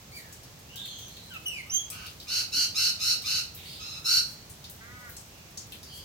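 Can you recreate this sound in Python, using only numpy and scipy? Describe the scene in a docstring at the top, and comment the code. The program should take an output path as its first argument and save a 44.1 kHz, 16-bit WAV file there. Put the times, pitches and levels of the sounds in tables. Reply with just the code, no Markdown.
"""Slurred whistles and hoarse bird chatter in a leafy back garden, over a low, distant rumble.
A parrot gives five harsh squawks in a row and a last loud one; its voice box flaps unevenly, so it rasps.
Twigs and leaves tick and rustle, something knocks softly, and a far crow caws once with a nasal buzz.
Nearby walls and the trees scatter every call."""
import sys
import numpy as np
from scipy import signal
from scipy.fft import rfft, irfft, next_fast_len
from scipy.io import wavfile

SR = 44100
rng = np.random.default_rng(int(sys.argv[2]) if len(sys.argv) > 2 else 0)


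def int16_out(signal):
    """Quantize to a 16-bit WAV file."""
    q = np.round(np.clip(np.atleast_2d(signal).T, -1, 1) * 32767)
    wavfile.write(sys.argv[1], SR, q.astype(np.int16))


N = 266364


def from_db(db):
    """Turn decibels into a factor to multiply by."""
    return 10 ** (np.asarray(db) / 20)


def rms_one(x):
    """Scale a sound so that its average strength (rms) is 1."""
    return x / np.sqrt(np.mean(x ** 2) + 1e-20)


def at_hz(points, hz):
    """Read between the points of a curve, with frequency spaced in octaves."""
    knots, values = np.transpose(points)
    return np.interp(np.log(np.maximum(hz, 1)), np.log(knots), values)


def coloured(x, spectrum):
    """Make some frequencies louder and others softer, as a throat does."""
    size = next_fast_len(2 * len(x))
    gain = from_db(at_hz(spectrum, np.fft.rfftfreq(size, 1 / SR)))
    return irfft(rfft(x, size) * gain, size)[:len(x)]


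def filtered(x, kind, hz, order=2):
    """Keep the "low" part, the "high" part or one "band" of a sound."""
    return signal.sosfilt(signal.butter(order, hz, kind, fs=SR, output="sos"), x)


def wander(size, rate_hz):
    """A smooth random wobble, about 1 in size."""
    return rms_one(filtered(rng.standard_normal(SR), "low", rate_hz))[-size:]


def clock(length_s):
    """Time through a sound: t in seconds, and u running from 0 to 1."""
    t = np.arange(int(length_s * SR)) / SR
    return t, t / length_s


def arch(u):
    """0 at both ends of a sound, 1 in its middle."""
    return 1 - (2 * u - 1) ** 2


def glide(u, start_hz, middle_hz, end_hz):
    """A smooth slide through three pitches."""
    return start_hz + (end_hz - start_hz) * u + (middle_hz - (start_hz + end_hz) / 2) * arch(u)


def harmonics(pitch, count):
    """Pure tones at 1, 2, 3... times a moving pitch, one in each row."""
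    k = np.arange(1, count + 1)[:, None]
    return np.sqrt(2) * np.sin(2 * np.pi * k * np.cumsum(pitch) / SR) * (k * pitch < SR / 2)


def add(track, start_s, sound, fade_s=0.0017):
    """Lay a sound into a track, fading it in and out."""
    at, i = round(start_s * SR), np.arange(len(sound))
    sound = sound * np.minimum(1, np.minimum(i, i[::-1]) / (fade_s * SR))
    track[at:at + len(sound)] += sound[:N - at]


def air(level_db=-49):
    """A steady distant rumble, alike in both ears, and a hiss that differs between them."""
    # tone colour of the noise: f/Hz, level/dB
    spectrum = [(20, -29), (45, -6), (92, 0.5), (170, -4), (260, -11.5), (400, -13), (750, -15),
                (1500, -19.5), (3000, -19), (6500, -19.5), (9500, -30), (13000, -26.5), (16000, -26.5)]
    # how alike left and right are: f/Hz, likeness (1 = the same)
    likeness = [(30, 1), (120, 0.96), (250, 0.85), (500, 0.54), (1000, 0.011), (16000, 0.036)]
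    hz = np.fft.rfftfreq(N, 1 / SR)
    shared, opposite = rfft(rng.standard_normal((2, N))) * from_db(at_hz(spectrum, hz))
    alike = np.clip(at_hz(likeness, hz), 0, 1)
    stereo = np.sqrt(1 + alike) * shared + np.sqrt(1 - alike) * opposite * [[1], [-1]]
    return from_db(level_db) * rms_one(irfft(stereo, N))


def leaves(per_s=30, level_db=-38, spread_db=4, low_hz=7000):
    """Leaves give tiny, high ticks at random moments."""
    hits = rng.random(N) < per_s / SR
    strength = from_db(level_db + spread_db * np.clip(rng.standard_normal(N), -2, 1.6))
    return filtered(hits * strength + 1e-18, "high", low_hz)


def whistles(scoop_s=.013, waver=.0035, accent_width_s=0.02, flutter_db=2.0, flicker_db=5.5):
    """Birds whistle sliding, fluttering notes, each with one louder moment (its accent)."""
    # notes: t/s, length/s, start f/Hz, middle f/Hz, end f/Hz, scoop (share of the pitch it starts below),
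    # level/dB, octave above that level/dB, accent time into the note/s, accent/dB
    notes = [ (.118, 0.089, 2283, 2346, 1860, 0.11, -59, -0.5, 0.051, 5.5),
             (1.303, 0.071, 1616, 1404, 1266, 0.01, -56.5, 4, 0.065, 5.6),
             (1.456, .159, 3057, 2605, 2027, 0.02, -46, -13.5, 0.018, 11.4),
             (1.645, .075, 1193, 1260, 1290, 0.19, -66, -1, .035, 2),
             (1.696, .074, 3188, 3197, 3143, .22, -51, 9.5, 0.056, 12.2),
             (1.768, 0.055, 3213, 3350, 3160, 0.015, -45.5, 0, 0.0042, 6.6),
             (5.09, 0.097, 4200, 4150, 4330, 0.022, -68, -17, .05, 5)]
    out = np.zeros(N)
    for start_s, length_s, *path_hz, scoop, level_db, octave_db, accent_s, accent_db in notes:
        t, u = clock(length_s)
        pitch = glide(u, *path_hz) * (1 - scoop * np.exp(-t / scoop_s))
        levels = from_db([0, octave_db, -20, max(octave_db, 0) - 21, -23])
        # only the top three harmonics flicker
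        flicker = from_db([flicker_db * (k > 1) * wander(len(t), 100) for k in range(5)])
        pitch *= 1 + waver * wander(len(t), 450)
        tone = levels @ (flicker * harmonics(pitch, count=5))
        push_db = accent_db * np.exp(-((t - accent_s) / accent_width_s) ** 2)
        loudness = from_db(level_db + push_db + flutter_db * wander(len(t), 120))
        add(out, start_s, tone * loudness, fade_s=0.0033)
    return out


def rustles(per_s=2500, spread_db=4, low_hz=5000):
    """Leaves brush together in a dense run of tiny clicks that swells and fades."""
    # brief rustles: t/s, length/s, level/dB
    brushes = [(0.137, 0.074, -54), (1.94, 0.21, -62.5), (3.578, 0.25, -58.5), (4.231, 0.12, -57),
               (5.91, 0.1, -54.5)]
    out = np.zeros(N)
    for start_s, length_s, level_db in brushes:
        t, u = clock(length_s)
        clicks = (rng.random(SR) < per_s / SR) * rng.choice([-1, 1], SR)
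        strength = from_db(spread_db * np.clip(rng.standard_normal(SR), -2, 2))
        crackle = rms_one(filtered(clicks * strength + 1e-18, "high", low_hz))
        add(out, start_s, from_db(level_db) * arch(u) * crackle[:len(t)])
    return out


def chatter(jitter=0.0292, jitter_hz=250, octave_db=-14, pitch_lift=.02, swell_db=2):
    """Birds in the trees give shrill notes, made hoarse by a fast shake (jitter) in pitch."""
    # notes: t/s, length/s, start f/Hz, end f/Hz, level/dB, hoarseness (1 = usual)
    notes = [ (.17, .13, 1930, 1620, -65, 1.5), (0.689, .12, 2746, 3256, -58, 1.46),
             (.76, 0.12, 3500, 3500, -50, 1.6), (.72, 0.11, 1573, 1576, -68.5, .6),
             (0.819, .13, 4160, 4170, -57.5, 1.17), (.85, .2, 3210, 3216, -56, 1.83),
             (.87, .22, 6290, 6170, -59, 1.03), (1.089, .21, 4220, 3890, -62.5, 1.2),
             (3.55, 0.13, 2515, 2150, -64, 3.7), (3.562, 0.27, 3450, 3400, -57.5, 4.4),
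             (3.65, 0.13, 4630, 4490, -55.5, 1.54), (5.3, 0.21, 2740, 2480, -70, 2.1),
             (5.86, 0.16, 4490, 4650, -59, 1.7), (5.88, 0.14, 3016, 3150, -58.5, 1.38)]
    out = np.zeros(N)
    for start_s, length_s, start_hz, end_hz, level_db, hoarse in notes:
        t, u = clock(length_s)
        pitch = (start_hz + (end_hz - start_hz) * u) * (1 + pitch_lift * arch(u))
        pitch *= 1 + hoarse * jitter * wander(len(t), jitter_hz)
        first, octave = harmonics(pitch, count=2)
        loudness = from_db(level_db - swell_db * (2 - arch(u)))
        add(out, start_s, loudness * (first + from_db(octave_db) * octave), fade_s=0.0066)
    return out


def twigs(crack_decay_s=0.007, rustle_decay_s=0.083, rustle_db=-8, octaves=0.36):
    """Twigs and leaves snap: a bright crack, then a short rustle around its own pitch."""
    # snaps: t/s, level/dB, centre of the rustle f/Hz, crack above that level/dB
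    snaps = [(.3263, -44, 6600, 4), (0.433, -47, 5100, 3), (0.7587, -39.5, 4100, 8.5), (.857, -43, 3080, 7),
             (0.9875, -48, 3330, 13.5), (1.082, -47.5, 3180, 8.5), (1.1684, -42.5, 3370, -1),
             (1.338, -40.5, 2690, 1), (1.9019, -38.5, 11500, 13), (2.0644, -34, 3600, -2),
             (2.2002, -37.5, 4070, -2.5), (3.2214, -36.5, 4430, 0.5), (3.5473, -36.5, 14000, -3),
             (4.4987, -40.5, 8400, 0), (4.6413, -36.5, 4120, -5), (4.698, -40, 13100, 4),
             (5.0933, -39.5, 14200, -0.5), (5.1667, -38.5, 6900, -1), (5.5737, -31, 5650, -8),
             (5.7214, -37, 3200, 1), (5.831, -41, 5100, -0.5)]
    out, t = np.zeros(N), np.arange(SR // 4) / SR
    for start_s, level_db, hz, crack_db in snaps:
        crack, rustle = rng.standard_normal((2, len(t)))
        edges_hz = np.clip([hz / 2 ** octaves, hz * 2 ** octaves], 100, SR / 2 - 1000)
        rustle = rms_one(filtered(rustle, "band", edges_hz))
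        rustle *= from_db(rustle_db - 60 * t / rustle_decay_s)
        crack = rms_one(filtered(crack, "high", 6000))
        crack *= from_db(crack_db - 60 * t / crack_decay_s)
        add(out, start_s, from_db(level_db) * (crack + rustle), fade_s=0.00015)
    return out


def parrot(jitter=0.0208, jitter_hz=400, rasp_hz=112, rasp_spread=0.1657, rasp_db=3.0, rasp_bend=0.065,
           end_effort=0.29, pitch_sag=0.0407, attack_db=8.5, attack_s=0.009, scoop_s=0.022,
           harsh_s=0.015, hiss=0.13, smooth_third_db=18, low_follows=0.39):
    """The voice box flaps unevenly: each flap swells and bends the tone, making it a harsh squawk."""
    # squawks: t/s, length/s, top f/Hz, scoop (share of the pitch it starts below), upper tones level/dB,
    # first tone and octave above that level (each /dB), roughness (1 = full rasp), swell/dB,
    # crest (moment of most effort, as a share of the length)
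    squawks = [ (1.905, 0.16, 1408, .09, -52.5, 0, 4.5, 2.2, -6, 0.63),
               (2.270, .150, 1445, .12, -27, -20, -12, 1.45, 11, 0.67),
               (2.519, 0.13, 1500, 0.1, -24.5, -21.5, -12, 1.13, 4.5, 0.69),
               (2.745, .150, 1429, .13, -23.5, -20.5, -13.5, 1.15, 5.5, 0.53),
               (2.990, .152, 1406, 0.1, -24, -21.5, -15, 1.04, 10, 0.67),
               (3.240, .160, 1408, .15, -27.5, -19.5, -11, 1.39, 5.5, 0.534),
               (3.792, 0.19, 1321, 0.0069, -41.5, -10.5, -8.5, 0.71, -1, 0.442),
               (4.043, .147, 1436, 0.048, -20.5, -18.5, -19.5, 0.95, 6, 0.803)]
    # how the throat and open bill colour the voice: f/Hz, level/dB
    throat = [(1000, -20), (2400, 0.5), (3450, -5), (3900, -2.5), (4500, 4), (4850, -2), (5300, 0.5),
              (5750, -9), (6400, -3.5), (6900, -14), (7400, -17), (10000, -19), (13000, -17.5),
              (16000, -35.5)]
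    out = np.zeros(N)
    for start_s, length_s, top_hz, scoop, level_db, first_db, octave_db, rough, swell_db, crest in squawks:
        t, u = clock(length_s)
        size = len(t)
        # effort rises to the crest and eases off; slack is how far it falls short
        before = (1 - u / crest) ** 2
        after = (1 - end_effort) * ((u - crest) / (1 - crest)) ** 2
        slack = np.where(u < crest, before, after)
        drop_db = swell_db * slack + attack_db * np.exp(-(t / attack_s) ** 2)
        # a call slides up from a clean start and breaks into a rasp as pressure builds
        pitch = top_hz * (1 - pitch_sag * slack) * (1 - scoop * np.exp(-t / scoop_s))
        harsh = rough * (1 - np.exp(-t / harsh_s))
        flap = 2 * np.pi * np.cumsum(rasp_hz * (1 + rasp_spread * wander(size, 77.5))) / SR
        # each flap is loudest while its pitch sweeps down
        bend = jitter * wander(size, jitter_hz) + rasp_bend * np.cos(flap)
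        tones = harmonics(pitch * (1 + harsh * bend), count=12)
        pulse = rms_one(from_db(rasp_db * harsh * np.sin(flap)))
        # a smooth call has a stronger third harmonic
        tones[2] *= from_db(smooth_third_db * max(0, 1 - rough))
        # the upper tones and a little breath ring in the throat
        breath = hiss * harsh * rng.standard_normal(SR)[:size]
        upper = rms_one(coloured(pulse * (rms_one(tones[2:].sum(0)) + breath), throat))
        # the two low tones skip the throat curve and follow only part of the level change
        lower = pulse * (from_db(first_db) * tones[0] + from_db(octave_db) * tones[1])
        lower = filtered(lower, "low", 3100, order=8)
        call = from_db(level_db - drop_db) * upper + from_db(level_db - low_follows * drop_db) * lower
        add(out, start_s, call, fade_s=0.00089)
    return out


def thud(start_s=2.535, length_s=.06, hz=250, level_db=-51):
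    """A soft knock somewhere in the garden: a short burst of low noise."""
    out = np.zeros(N)
    body = filtered(rng.standard_normal(SR), "band", [hz / 1.2, hz * 1.24])
    add(out, start_s, from_db(level_db) * rms_one(body[-int(length_s * SR):]), fade_s=0.0074)
    return out


def crow(start_s=4.8, length_s=.308, end_db=-49.5, rise_db=4, jitter=0.007):
    """One far caw: a low buzz through a nasal throat, arching in pitch and growing louder."""
    # pitch of the caw: start f/Hz, middle f/Hz, end f/Hz
    path_hz = (213.7, 250, 225.8)
    # how the throat colours the buzz: f/Hz, level/dB
    throat = [(950, -17), (1220, -8.5), (1480, 2), (1750, -10), (2000, -0.5), (2300, -12), (2700, -41),
              (5000, -40)]
    out = np.zeros(N)
    t, u = clock(length_s)
    pitch = glide(u, *path_hz) * (1 + jitter * wander(len(t), 120))
    buzz = harmonics(pitch, count=16).sum(0)
    loudness = from_db(end_db - rise_db * (1 - u))
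    add(out, start_s, loudness * rms_one(coloured(buzz, throat)), fade_s=0.014)
    return out


def garden(x, direct_db, walls_db, trees_db, lag_ms, pan_db=0, walls_decay_s=0.26, trees_decay_s=0.62):
    """Sound arrives directly, as quick echoes off nearby walls and as a long, duller tail off trees."""
    t = np.arange(SR) / SR
    walls, trees = rng.standard_normal((2, 2, SR)) * (1 - np.exp(-t / 0.00051))
    walls = rms_one(walls * from_db(-60 * t / walls_decay_s))
    trees = rms_one(filtered(trees, "low", 6500) * from_db(-60 * t / trees_decay_s))
    size = next_fast_len(N + SR)
    echoes = rfft(from_db(walls_db) * walls + from_db(trees_db) * trees, size) / np.sqrt(SR)
    # above zero, lag_ms makes the left ear later and pan_db makes it louder
    ears = np.array([[1], [-1]]) / 2
    delay = np.exp(-2j * np.pi * np.fft.rfftfreq(size, 1 / SR) * ears * lag_ms / 1000)
    paths = from_db(direct_db) * delay + echoes
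    return from_db(pan_db * ears) * irfft(rfft(x, size) * paths, size)[:, :N]


def scene():
    """Place the birds and foliage around the garden, then add the knock and the air."""
    return (garden(parrot(), direct_db=-6.5, walls_db=0.5, trees_db=-14.5, lag_ms=-0.017)
            + garden(whistles(), direct_db=3.5, walls_db=1.0, trees_db=-7.0, lag_ms=0.13)
            + garden(chatter(), direct_db=5.0, walls_db=5.5, trees_db=4, lag_ms=-0.21, pan_db=-0.5)
            + garden(crow(), direct_db=1.0, walls_db=0, trees_db=-11.5, lag_ms=0.16)
            + garden(twigs() + leaves() + rustles(),
                     direct_db=1.5, walls_db=6.5, trees_db=-28.5, lag_ms=-0.487, pan_db=3.5)
            + thud() + air())


def record(dry, cutoff_hz=16300):
    """The two microphones colour the sound differently, and the highest treble is cut."""
    # balance of the microphones: f/Hz, left minus right level/dB
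    balance = [(100, -1.6), (1100, -2), (1500, -0.5), (2800, -1.2), (4400, -2), (6300, -4), (8200, 7),
               (9600, -2), (16000, -0.5)]
    hz = np.fft.rfftfreq(N, 1 / SR)
    gains = from_db(at_hz(balance, hz) * np.array([[1], [-1]]) / 2)
    heard = irfft(rfft(dry) * gains, N)
    return signal.sosfilt(signal.ellip(10, .1, 80, cutoff_hz, fs=SR, output="sos"), heard)


dry = scene()
out = record(dry)
int16_out(out)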